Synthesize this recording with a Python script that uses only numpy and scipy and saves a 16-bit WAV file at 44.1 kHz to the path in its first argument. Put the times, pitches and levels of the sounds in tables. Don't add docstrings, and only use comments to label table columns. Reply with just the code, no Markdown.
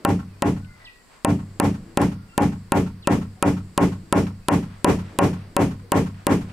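import sys
import numpy as np
from scipy import signal
from scipy.fft import rfft, irfft, next_fast_len
from scipy.io import wavfile
from scipy.ndimage import uniform_filter1d

SR = 44100
rng = np.random.default_rng(int(sys.argv[2]) if len(sys.argv) > 2 else 0)


def level_to_linear(level):
    exponent = np.asarray(level, float) / 20
    return 10 ** exponent


def master_out(mix):
    frames = np.transpose(np.atleast_2d(mix))
    ceiling = np.clip(frames, -1, 1)
    pcm = np.round(ceiling * 32767).astype(np.int16)
    wavfile.write(sys.argv[1], SR, pcm)


N = 287532

# t/s, crack level/dB, plank knock level/dB, yard wash level/dB, extra crack edge level/dB
HAMMER_BLOWS = [(0.0491, -8.5, -14.5, -46, 8), (0.4214, -8.5, -16.5, -46.5, 2),
                (1.247, -6.5, -16.5, -48, 2), (1.5987, -6, -17.5, -44, 3), (1.9724, -7, -16.5, -43.5, 2),
                (2.378, -7, -15.5, -45, 4), (2.7199, -6.5, -16, -43.5, 2), (3.0723, -6.5, -15.5, -43, 1),
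                (3.425, -5, -15, -43.5, 0), (3.7768, -6.5, -15, -42.5, 2), (4.125, -6, -15, -42.5, 0),
                (4.484, -5.5, -16.5, -43, 1), (4.8445, -4, -15.5, -40.5, -1), (5.1873, -5, -13, -41.5, 4),
                (5.565, -6, -15, -42.5, 6), (5.9189, -4.5, -14.5, -41.5, 8), (6.2674, -4, -17.5, -41.5, 8)]
ARRIVAL_S = .0006
OPPOSED = np.array([[1], [-1]])


def read(points, hz):
    f, value = np.transpose(points)
    return np.interp(np.log(hz + 1), np.log(f + 1), value)


def evened(x):
    return x / np.sqrt(np.mean(x ** 2) + 1e-20)


def add(mix, s, sound):
    part = mix[..., round(s * SR):][..., :sound.shape[-1]]
    part += sound[..., :part.shape[-1]]


def band(x, hz, width):
    quality = max(hz / width, .2)
    return signal.lfilter(*signal.iirpeak(min(hz, 20000), quality, SR), x)


def noise(size, colour_db, same, count=256):
    frames, hz = 4 * size // count + 5, np.fft.rfftfreq(count, 1 / SR)[:, None]
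    a, b, c, d = rng.standard_normal((frames, len(hz), 4)).T
    left, other = a + 1j * b, c + 1j * d
    alike = np.clip(same(hz), -1, 1)
    z = np.array([left, alike * left + np.sqrt(1 - alike ** 2) * other])
    z *= level_to_linear(colour_db(hz, np.arange(frames) * count / 4 / SR))
    return signal.istft(z, nperseg=count, noverlap=3 * count // 4)[1][:, :size]


def air():
    # f/Hz, level/dB per Hz
    hiss_spectrum = [(12, -34), (20, 7), (291, -4.5), (335, -2), (848, -15), (1120, -6.5), (1330, -25),
                     (1530, -18), (1970, -10), (2850, -30), (4600, -9.5), (7220, -27.5), (8310, -16),
                     (14600, -32), (16800, -34)]
    # f/Hz, left-right likeness
    coherence = [(60, 0.39), (180, 0.19), (550, 0.59), (1650, 0.44), (4970, 0.08), (15000, 0.15)]
    # t/s, level/dB
    breeze = [(0.0, -44), (0.16, -55), (0.38, -51), (0.8, -62.5), (1.12, -62), (1.42, -52.5), (1.94, -46),
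              (2.2, -54.5), (4.21, -51.5), (4.61, -60.5), (5.16, -40.5), (5.39, -46.5), (6.3, -55.5),
              (6.52, -43.5)]
    # middle t/s, length/s, level/dB
    scuff_events = [
        (.82, .09, -54),
        (1.145, .1, -54),
        (4.73, .15, -54),
        (5.08, .15, -52),
        (5.4, .12, -54),
        (6.2, .1, -55),
        (6.5, .08, -52),
    ]
    t = np.arange(N) / SR
    gust_db = np.interp(t, *np.transpose(breeze))

    sway, after = np.full(N, level_to_linear(-73)), t[:SR]
    sway_db, sway_rise_s, sway_t60 = -38, 0.045, 1.15
    for s, *_ in HAMMER_BLOWS:
        rise = 1 - np.exp(-after / sway_rise_s)
        add(sway, s, level_to_linear(sway_db - 60 * after / sway_t60) * rise)
    scuffs = sum(level_to_linear(db) * np.exp(-(2 * (t - s) / length) ** 2) for s, length, db in scuff_events)

    hiss = noise(N, lambda hz, u: read(hiss_spectrum, hz) + 0 * u, lambda hz: read(coherence, hz), count=1024)
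    white = rng.standard_normal((4, N))
    thud = evened(band(band(white[3], 21, 30), 21, 30)) * sway
    rumble = evened(band(band(white[0], 250, 360), 250, 360)) * level_to_linear(gust_db - 2)

    mean_db = gust_db.mean()
    stirred = level_to_linear(mean_db + 0.23 * (gust_db - mean_db) - 4.5) + scuffs
    rustle = evened(band(band(white[1:3] + 0.68 * white[0], 890, 2460), 800, 1620)) * stirred

    fizz = level_to_linear(-66.5) * band(white[1:3] + .4 * white[3], 13000, 6000)
    throb = 1 + .3 * evened(uniform_filter1d(white[0], 6000))
    chorus = band(band(white[1:3] + .5 * white[0], 7600, 1300), 7600, 1300)
    insects = level_to_linear(-52.5) * throb * chorus
    return insects + level_to_linear(-54.5 - 2.5) * evened(hiss) + thud + rumble + rustle + fizz


def steel(edge_db):
    # f/Hz, width/Hz, level/dB
    crack_modes = [(3000, 2000, -2), (4700, 2000, -6), (8000, 2600, 0), (10200, 2600, -3),
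                   (12300, 2200, -11), (14800, 2500, -19)]
    t = np.arange(round(.04 * SR)) / SR
    spark = 0.055 * rng.standard_normal((2, len(t))) * np.exp(-t / 0.0032)
    spark[0, 0] = 1
    crack = 0
    for k, (hz, width, db) in enumerate(crack_modes):
        level = level_to_linear(db + edge_db * (hz > 11500))
        crack = crack + (-1) ** k * level * band(band(spark, hz, 2 * width), hz, width)
    middle, side = crack
    return np.array([middle + side, middle - side]) / np.abs(middle).max()


def ring(modes, t, drift):
    total = 0
    for (hz, db, t60), (d, d_db) in zip(modes, drift):
        t60 = min(t60, max(85 / hz, .13))
        total = total - level_to_linear(db + d_db - 60 * t / t60) * np.sin(2 * np.pi * hz * t * (1 + d))
    return total


def hull_boom(t, luck):
    # f/Hz, level/dB, t60/s
    hull_modes = [(66.5, -12.5, 0.47), (77.8, -18, 0.57), (96.33, -5, 0.58), (100, -11, 0.63),
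                  (121.9, -7, 0.37), (134.5, -10, 0.53), (148.8, -6.5, 0.46), (175.6, 1.5, 0.35),
                  (184.46, 0, 0.43), (212, -1.5, 0.45), (237.5, -7, 0.57), (263.6, -1.5, 0.53),
                  (290.4, 5.5, 0.26), (321, 3.5, 0.11), (374, -5, 0.24), (404, -4, 0.22), (440, 3, 0.067)]
    # f/Hz, level/dB, t60/s
    push_mode = [(245, 9.1, 0.06)]
    return ring(hull_modes, t, luck) * (1 - np.exp(-t / 0.022)) + ring(push_mode, t, luck)


def plank_knock(t, luck, hull_count):
    # f/Hz, level/dB, t60/s
    plank_modes = [(547.7, -1.5, 0.12), (575.7, 7.5, 0.085), (584, -6.5, 0.26), (595, 11, 0.068),
                   (685, -3, 0.14), (742, 2.5, 0.41), (822, 1, 0.13), (910, -9, 0.33), (947, 6, 0.084),
                   (1074, 8.5, 0.087), (1335, 5, 0.046), (1432, -4.5, 0.18), (1540, -8.5, 0.061),
                   (1810, 0.5, 0.065), (1972, -6, 0.05), (2370, -11, 0.12), (2490, -3.5, 0.037),
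                   (2716, -3.5, 0.07), (2925, -0.5, 0.021)]
    spread = 1 - np.exp(-t / 0.0033)
    even, odd = plank_modes[::2], plank_modes[1::2]
    knock = (ring(even, t, luck[hull_count:]) - 0.52 * ring(odd, t, luck[3:])) * spread
    aside = ring(even, t, luck[::-1] * [3, 1.2]) * spread
    return knock, aside


def scatter(t):
    # f/Hz, level/dB per Hz
    wash_spectrum = [(180, -39), (300, 1.5), (671, -14), (834, -10), (1580, -21.5), (1720, -19.5),
                     (2170, -23), (2790, -27), (3900, -34.5), (5370, -31), (7130, -32.5), (15200, -47.5),
                     (16500, -71)]
    # f/Hz, t60/s
    wash_decay = [(300, 0.25), (700, 0.19), (1500, 0.18), (3000, 0.28), (6000, 0.24), (12000, 0.28)]
    # f/Hz, rise/s
    wash_onset = [(500, 0.0028), (2500, 0.0024), (4500, 0.051), (12000, 0.036)]
    # f/Hz, left-right likeness
    wash_coherence = [(200, 0.41), (500, 1), (1000, 0.61), (2500, 0.17), (8000, 0.053)]

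    def colour_db(hz, s):
        arrived = 1 - np.exp(-((s + 0.00024) / read(wash_onset, hz)) ** 2)
        return read(wash_spectrum, hz) - 60 * (s - .06) / read(wash_decay, hz) + 20 * np.log10(arrived)

    tail = noise(len(t), colour_db, lambda hz: read(wash_coherence, hz))
    return tail / np.std(tail[:, 2200:4000]) * (1 - np.exp(-t / 0.00044))


def wall_echoes(out, s, knock, knock_db, t):
    # delay t/s, level/dB
    wall_returns = [
        (.139, -30),
        (.15, -30),
        (.176, -35),
    ]
    returned = band(knock, 1470, 810) * np.exp(-t / 0.03) * (1 - np.exp(-t / 0.0036))
    for delay, db in wall_returns:
        add(out, s + delay, level_to_linear(db + knock_db + 6) * returned)


def surface_echoes(out, s, wash_db, grains, t):
    # delay t/s, level/dB, centre f/Hz, width/Hz, smear/s
    surfaces = [
        (0.003, -30, 8000, 9000, 0.006),
        (0.14, -20, 1200, 1160, 0.034),
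        (.178, -44, 705, 500, .012),
    ]
    for (delay, db, hz, width, smear), grain in zip(surfaces, grains):
        smeared = t / smear * np.exp(-3 * t / smear)
        add(out, s + delay, level_to_linear(db + wash_db + 47) * band(grain, hz, width) * smeared)


def bounces(out, knock, t):
    # t/s, level/dB
    bounce_events = [(.0655, -22), (.0904, -18), (1.6159, -20), (1.6432, -22), (1.991, -26), (2.016, -13),
                     (2.4212, -18), (2.756, -26), (3.4383, -32), (4.135, -20), (4.1431, -30), (4.5269, -18),
                     (4.862, -29)]
    for s, db in bounce_events:
        add(out, s + ARRIVAL_S, level_to_linear(db) * steel(2.5))
        add(out, s + ARRIVAL_S, level_to_linear(db - 6.5) * knock * np.exp(-t / .008))


def head_rings(out, t):
    # t/s, f/Hz, level/dB
    ring_events = [
        (.05, 5496, -43),
        (1.6, 5496, -42),
        (1.973, 5496, -42),
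        (2.72, 13303, -34),
        (3.426, 5496, -40),
        (4.126, 5496, -36),
        (4.126, 15200, -42),
        (4.845, 5496, -43),
        (5.188, 5496, -40),
        (6.268, 5496, -46),
    ]
    for s, hz, db in ring_events:
        decay = level_to_linear(db - 1.2 - 60 * t * hz / 2100)
        tone = decay * np.sin(2 * np.pi * hz * t) * (1 - np.exp(-t * hz / 120))
        add(out, s, tone * np.ones((2, 1)))


def hammer():
    t, out = np.arange(round(.5 * SR)) / SR, np.zeros((2, N))
    yard = scatter(t)
    grains = rng.standard_normal((3, 2, len(t)))
    late = np.maximum(t - .0003, 0)
    hull_count, plank_count = 17, 19
    for s, crack_db, knock_db, wash_db, edge_db in HAMMER_BLOWS:
        luck = rng.standard_normal((hull_count + plank_count, 2)) * [.012, 2.8]
        luck[:hull_count] *= .55
        add(out, s + ARRIVAL_S, level_to_linear(crack_db + 6.2) * steel(edge_db))

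        boom = hull_boom(late, luck)
        knock, aside = plank_knock(late, luck, hull_count)
        wood = level_to_linear(-15 + 5.9) * boom + level_to_linear(knock_db + 11) * (knock + 0.32 * aside * OPPOSED)
        wash = level_to_linear(wash_db + 23.7) * (0.8 * yard + .5 * scatter(t))
        add(out, s + ARRIVAL_S, wood + wash)

        wall_echoes(out, s, knock - aside * OPPOSED, knock_db, t)
        surface_echoes(out, s, wash_db, grains, t)
    bounces(out, knock, t)
    head_rings(out, t)
    return signal.sosfilt(signal.butter(2, 55, "high", fs=SR, output="sos"), out)


def birds():
    # t/s, length/s, first f/Hz, last f/Hz, level/dB
    crow_notes = [(.64, .17, 2090, 2040, -57), (.765, .19, 1985, 1930, -52), (.92, .12, 1940, 1915, -58),
                  (.615, .06, 1490, 1490, -55), (.665, .14, 1440, 1410, -58), (2.135, .15, 1400, 1392, -59),
                  (2.32, .06, 1350, 1420, -54), (2.265, .1, 2700, 2740, -61), (3.35, .06, 740, 752, -56),
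                  (4.0, .11, 316, 327, -53), (1.84, .12, 333, 331, -51), (4.42, .055, 2480, 2680, -60),
                  (.275, .045, 2800, 2480, -67), (.315, .045, 2450, 2440, -62),
                  (.378, .035, 2500, 2640, -64), (5.8, .11, 520, 425, -53)]
    # t/s, top f/Hz, end f/Hz, level/dB
    chirp_events = [
        (0.846, 6000, 2300, -43),
        (3.022, 5200, 2400, -46),
    ]
    out = np.zeros(N)
    for s, length, first_hz, last_hz, db in crow_notes:
        t = np.arange(0, length, 1 / SR)
        luck = rng.standard_normal(SR // 2)
        waver = level_to_linear(1.8 * evened(uniform_filter1d(luck[::-1], 1500)))
        hoarse = (1 + .3 * evened(uniform_filter1d(luck, 350))) * waver
        glide_hz = first_hz + (last_hz - first_hz) * t / length
        tone = np.sin(2 * np.pi * np.cumsum(glide_hz) / SR)
        add(out, s, np.sqrt(2) * level_to_linear(db) * hoarse[:len(t)] * tone * signal.windows.tukey(len(t), .7))

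    t = np.arange(round(.045 * SR)) / SR
    for s, top_hz, end_hz, db in chirp_events:
        fall_hz = end_hz + (top_hz - end_hz) * np.exp(-t / 0.013)
        chirp = np.sin(2 * np.pi * np.cumsum(fall_hz) / SR) * signal.windows.tukey(len(t), .25)
        add(out, s, level_to_linear(db) * chirp)
        echo = rng.standard_normal(3000) * np.exp(-np.arange(3000) / 1200.)
        add(out, s + 0.0078, level_to_linear(db - 48) * np.convolve(chirp, echo))

    t = np.arange(round(.3 * SR)) / SR
    trees = rng.standard_normal((2, len(t))) * np.exp(-t / 0.074) * level_to_linear(-36.5)
    direct = np.array([1.18 * out, 1.04 * np.roll(out, 5)])
    return direct + signal.oaconvolve(out[None], trees, axes=1)[:, :N]


def ticks():
    # t/s, level/dB, centre f/Hz
    tick_events = [
        (.645, -54, 2500),
        (4.266, -39, 1200),
        (5.412, -58, 900),
        (5.795, -51, 1000),
        (6.143, -55, 2000),
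        (6.497, -52, 2290),
    ]
    out, t = np.zeros((2, N)), np.arange(800) / SR
    shape = np.exp(-t / 0.0055) * (1 - np.exp(-t / .002))
    for s, db, hz in tick_events:
        click = band(band(rng.standard_normal((2, len(t))), hz, 1800), hz, 1800)
        add(out, s, level_to_linear(db + 21.5) * click * shape)
    return out


def scene():
    return air() + hammer() + birds() + ticks()


def band_limit(x):
    return signal.sosfilt(signal.butter(12, 17150, fs=SR, output="sos"), x)


def record(dry):
    # f/Hz, left-right level/dB
    lean_spectrum = [(150, 0.0), (380, 0.7), (950, 2.5), (1500, 3), (2800, -2), (5500, -1.5), (8500, 1.5),
                     (15000, 2.5)]
    t, duck_db, attack = np.arange(round(.12 * SR)) / SR, np.zeros(N), np.zeros(N)
    top_hz, top_open_s = 15800, .008
    for s, *_ in HAMMER_BLOWS:
        release = np.clip(1 - np.maximum(t - .012, 0) / 0.042, 0, 1)
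        add(duck_db, s + ARRIVAL_S, 20 * (1 - np.exp(-t / 0.0028)) * release)
        add(attack, s - top_open_s / 2, np.hanning(round(2 * top_open_s * SR)))
    ducked = 0.83 * np.tanh(dry / level_to_linear(uniform_filter1d(duck_db, 60)) / 0.95)

    size = next_fast_len(N)
    hz = np.fft.rfftfreq(size, 1 / SR)
    lean = level_to_linear(read(lean_spectrum, hz) / 2)
    leaned = rfft(ducked, size) * [lean, 1 / lean] / (1 + (hz / 16400) ** 30)
    kept = np.clip(.5 + (top_hz - hz) / 400, 0, 1)
    steady = irfft(leaned * kept, size)[:, :N]
    top = irfft(leaned * (1 - kept), size)[:, :N]
    return band_limit(steady + attack * top)


dry = scene()
out = record(dry)
master_out(out)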